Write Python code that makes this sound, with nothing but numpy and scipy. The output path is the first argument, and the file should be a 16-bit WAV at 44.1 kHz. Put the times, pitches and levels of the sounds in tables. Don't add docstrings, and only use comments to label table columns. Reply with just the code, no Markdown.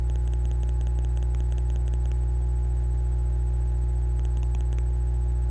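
import sys
import numpy as np
from scipy.fft import rfft, irfft, next_fast_len
from scipy.io import wavfile
from scipy.ndimage import uniform_filter1d, map_coordinates

SR = 44100
rng = np.random.default_rng(int(sys.argv[2]) if len(sys.argv) > 2 else 0)


def transcribe(u):
    v = np.clip(np.atleast_2d(u).T, -1, 1)
    q = np.round(v * 32767).astype(np.int16)
    wavfile.write(sys.argv[1], SR, q)


N = 242550


def amp(db):
    return 10 ** (np.asarray(db) / 20)


def wobble(knots_per_s):
    knots = rng.standard_normal(int(N * knots_per_s / SR) + 4)
    return map_coordinates(knots, [np.arange(N) * knots_per_s / SR])


def filtered(x, response):
    size = next_fast_len(N + SR // 2)
    hz = np.fft.rfftfreq(size, 1 / SR)
    return irfft(rfft(x, size) * response(hz), size)[:N]


def noise(spectrum):
    points_hz, db = np.transpose(spectrum)
    white = rng.standard_normal(N)
    shaped = filtered(white, lambda hz: amp(np.interp(np.log(hz + 1), np.log(points_hz), db)))
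    return shaped / np.sqrt(np.mean(shaped ** 2) + 1e-20)


def tone(hz, drift_rad=0):
    return np.sqrt(2) * np.sin(2 * np.pi * (hz * np.arange(N) / SR + rng.random()) + drift_rad)


def add(track, start_s, sound):
    part = track[round(start_s * SR):][:len(sound)]
    part += sound[:len(part)]


# multiple_of_mains_pitch, level_db
HUM_TONES = [(1, -24), (2, -34.5), (3, -53.5), (4, -63), (5, -61), (6, -49.5), (7, -60.5), (8, -66),
             (9, -65), (10, -64), (12, -66.5), (13, -63.5), (16, -84), (18, -73)]


def hum(mains_hz=60.014):
    angle = 2 * np.pi * (mains_hz * np.arange(N) / SR + rng.random())
    return np.sqrt(2) * sum(amp(db) * np.cos(round(multiple) * angle) for multiple, db in HUM_TONES)


# pitch_hz, level_db
SPIN_TONES = [(89.98, -50.5), (324.85, -57), (520, -68), (844.6, -55), (1039.5, -80.5), (1440.8, -75.5),
              (1689.2, -73.5), (2534, -80.5)]
# frequency_hz, relative_db
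AIR_SPECTRUM = [(10, -0.5), (35, 1.5), (75, -5.5), (110, -2.5), (230, -17), (330, -18.5), (450, -21),
                (850, -17), (1100, -25.5), (1500, -23), (2100, -29), (2700, -35.5), (5000, -52),
                (9000, -73.5)]


def fan(air_db=-48, unsteadiness=0.0006):
    drift = unsteadiness * wobble(3)
    tones = sum(amp(db) * tone(hz, hz * drift) for hz, db in SPIN_TONES)
    return tones + amp(air_db) * noise(AIR_SPECTRUM)


# frequency_hz, relative_db
HISS_SPECTRUM = [(100, -1), (4000, 3.5), (6000, -0.5), (7600, 4), (10600, -2.5)]


def hiss(level_db=-65.0, flicker_db=1):
    return amp(level_db + flicker_db * wobble(90)) * noise(HISS_SPECTRUM)


def whine(pitch_hz=8000, level_db=-61.0, start_s=0.0425, switch_hz=14.32, on_share=0.45):
    cycle = (np.arange(N) / SR - start_s) * switch_hz % 1
    gate = uniform_filter1d(1. * (cycle < on_share), size=24)
    return amp(level_db) * gate * tone(pitch_hz)


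# start_s, end_s
BUSY_TIMES = [(0, 2.18), (4.13, 4.85)]
# thump_db, crackle_db, supply_drain_s
BUSY_TICK = (-30, -33.5, 0.0047)
IDLE_TICK = (-33.5, -51.5, 0.0024)
# start_s, pause_clock_cycles, extra_crackle_db
STALLED_TICKS = [(1.1736, 0.046, 0), (1.3477, 0.88, 2), (2.1164, 0.29, 0.5), (4.1943, 1.1, -2),
                 (4.431, 1.6, 0.5), (4.5492, 1.95, 2.5), (4.7852, .65, 1.5)]


def ticks(first_s=0.0993, beat_s=0.17802, pair_gap_s=0.0588, jitter_s=0.0005):
    beats = np.arange(first_s, N / SR, beat_s)
    times = (beats[:, None] + [0, pair_gap_s]).ravel()
    scatter = rng.standard_normal((len(times), 3))
    track = np.zeros(N)
    for number, (due_s, (late, heavy, sharp)) in enumerate(zip(times, scatter)):
        busy = any(start < due_s < end for start, end in BUSY_TIMES)
        thump_db, crackle_db, drain_s = BUSY_TICK if busy else IDLE_TICK
        if number % 2:
            thump_db -= 1
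            crackle_db += 0.5
        start_s = due_s + jitter_s * late
        pause_cycles = 0
        for stall_s, cycles, extra_db in STALLED_TICKS:
            if abs(stall_s - start_s) < pair_gap_s / 2:
                start_s, pause_cycles = stall_s, cycles
                thump_db -= 3
                crackle_db += extra_db
        add(track, start_s, amp(thump_db + 1.4 * heavy) * thump(drain_s))
        add(track, start_s, amp(crackle_db + 0.5 * sharp) * crackle(pause_cycles))
    return track


def thump(drain_s, rise_s=0.00067):
    t = np.arange(SR // 20) / SR
    return np.minimum(t / rise_s, 1) * np.exp(-np.maximum(t - rise_s, 0) / drain_s)


def crackle(pause_cycles, clock_hz=3280, on_share=0.77, scatter_db=0.18):
    count = 4 if pause_cycles > 1.25 else 3
    t = np.arange(SR // 200) / SR
    index = np.arange(count)[:, None]
    half_width_s = on_share / clock_hz / 2
    centres_s = half_width_s + (index + pause_cycles * (index >= count // 2)) / clock_hz
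    pulses = np.clip((half_width_s - np.abs(t - centres_s)) * SR + .5, 0, 1)
    heights = amp(-scatter_db * rng.standard_normal((count, 1)))
    return np.sum(heights * pulses, axis=0)


def interference(bass_cut_hz=55, edge_hz=7800):
    thinned = filtered(ticks(), lambda hz: 1j * hz / (bass_cut_hz + 1j * hz))
    return filtered(thinned, lambda hz: 1 / (1 - (hz / edge_hz) ** 2 + 1j * hz / edge_hz))


def scene():
    return (hum() + fan() + hiss() + whine() + interference())[None]


# frequency_hz, gain_db
TREBLE_CUT = [(9200, 0), (9600, -6.5), (10600, -4)]


def record(dry, top_hz=10620):
    points_hz, gain_db = np.transpose(TREBLE_CUT)
    dulled = filtered(dry[0], lambda hz: amp(np.interp(hz, points_hz, gain_db)))
    return filtered(dulled, lambda hz: 1 / np.sqrt(1 + (hz / top_hz) ** 300))[None]


dry = scene()
out = record(dry)
transcribe(out)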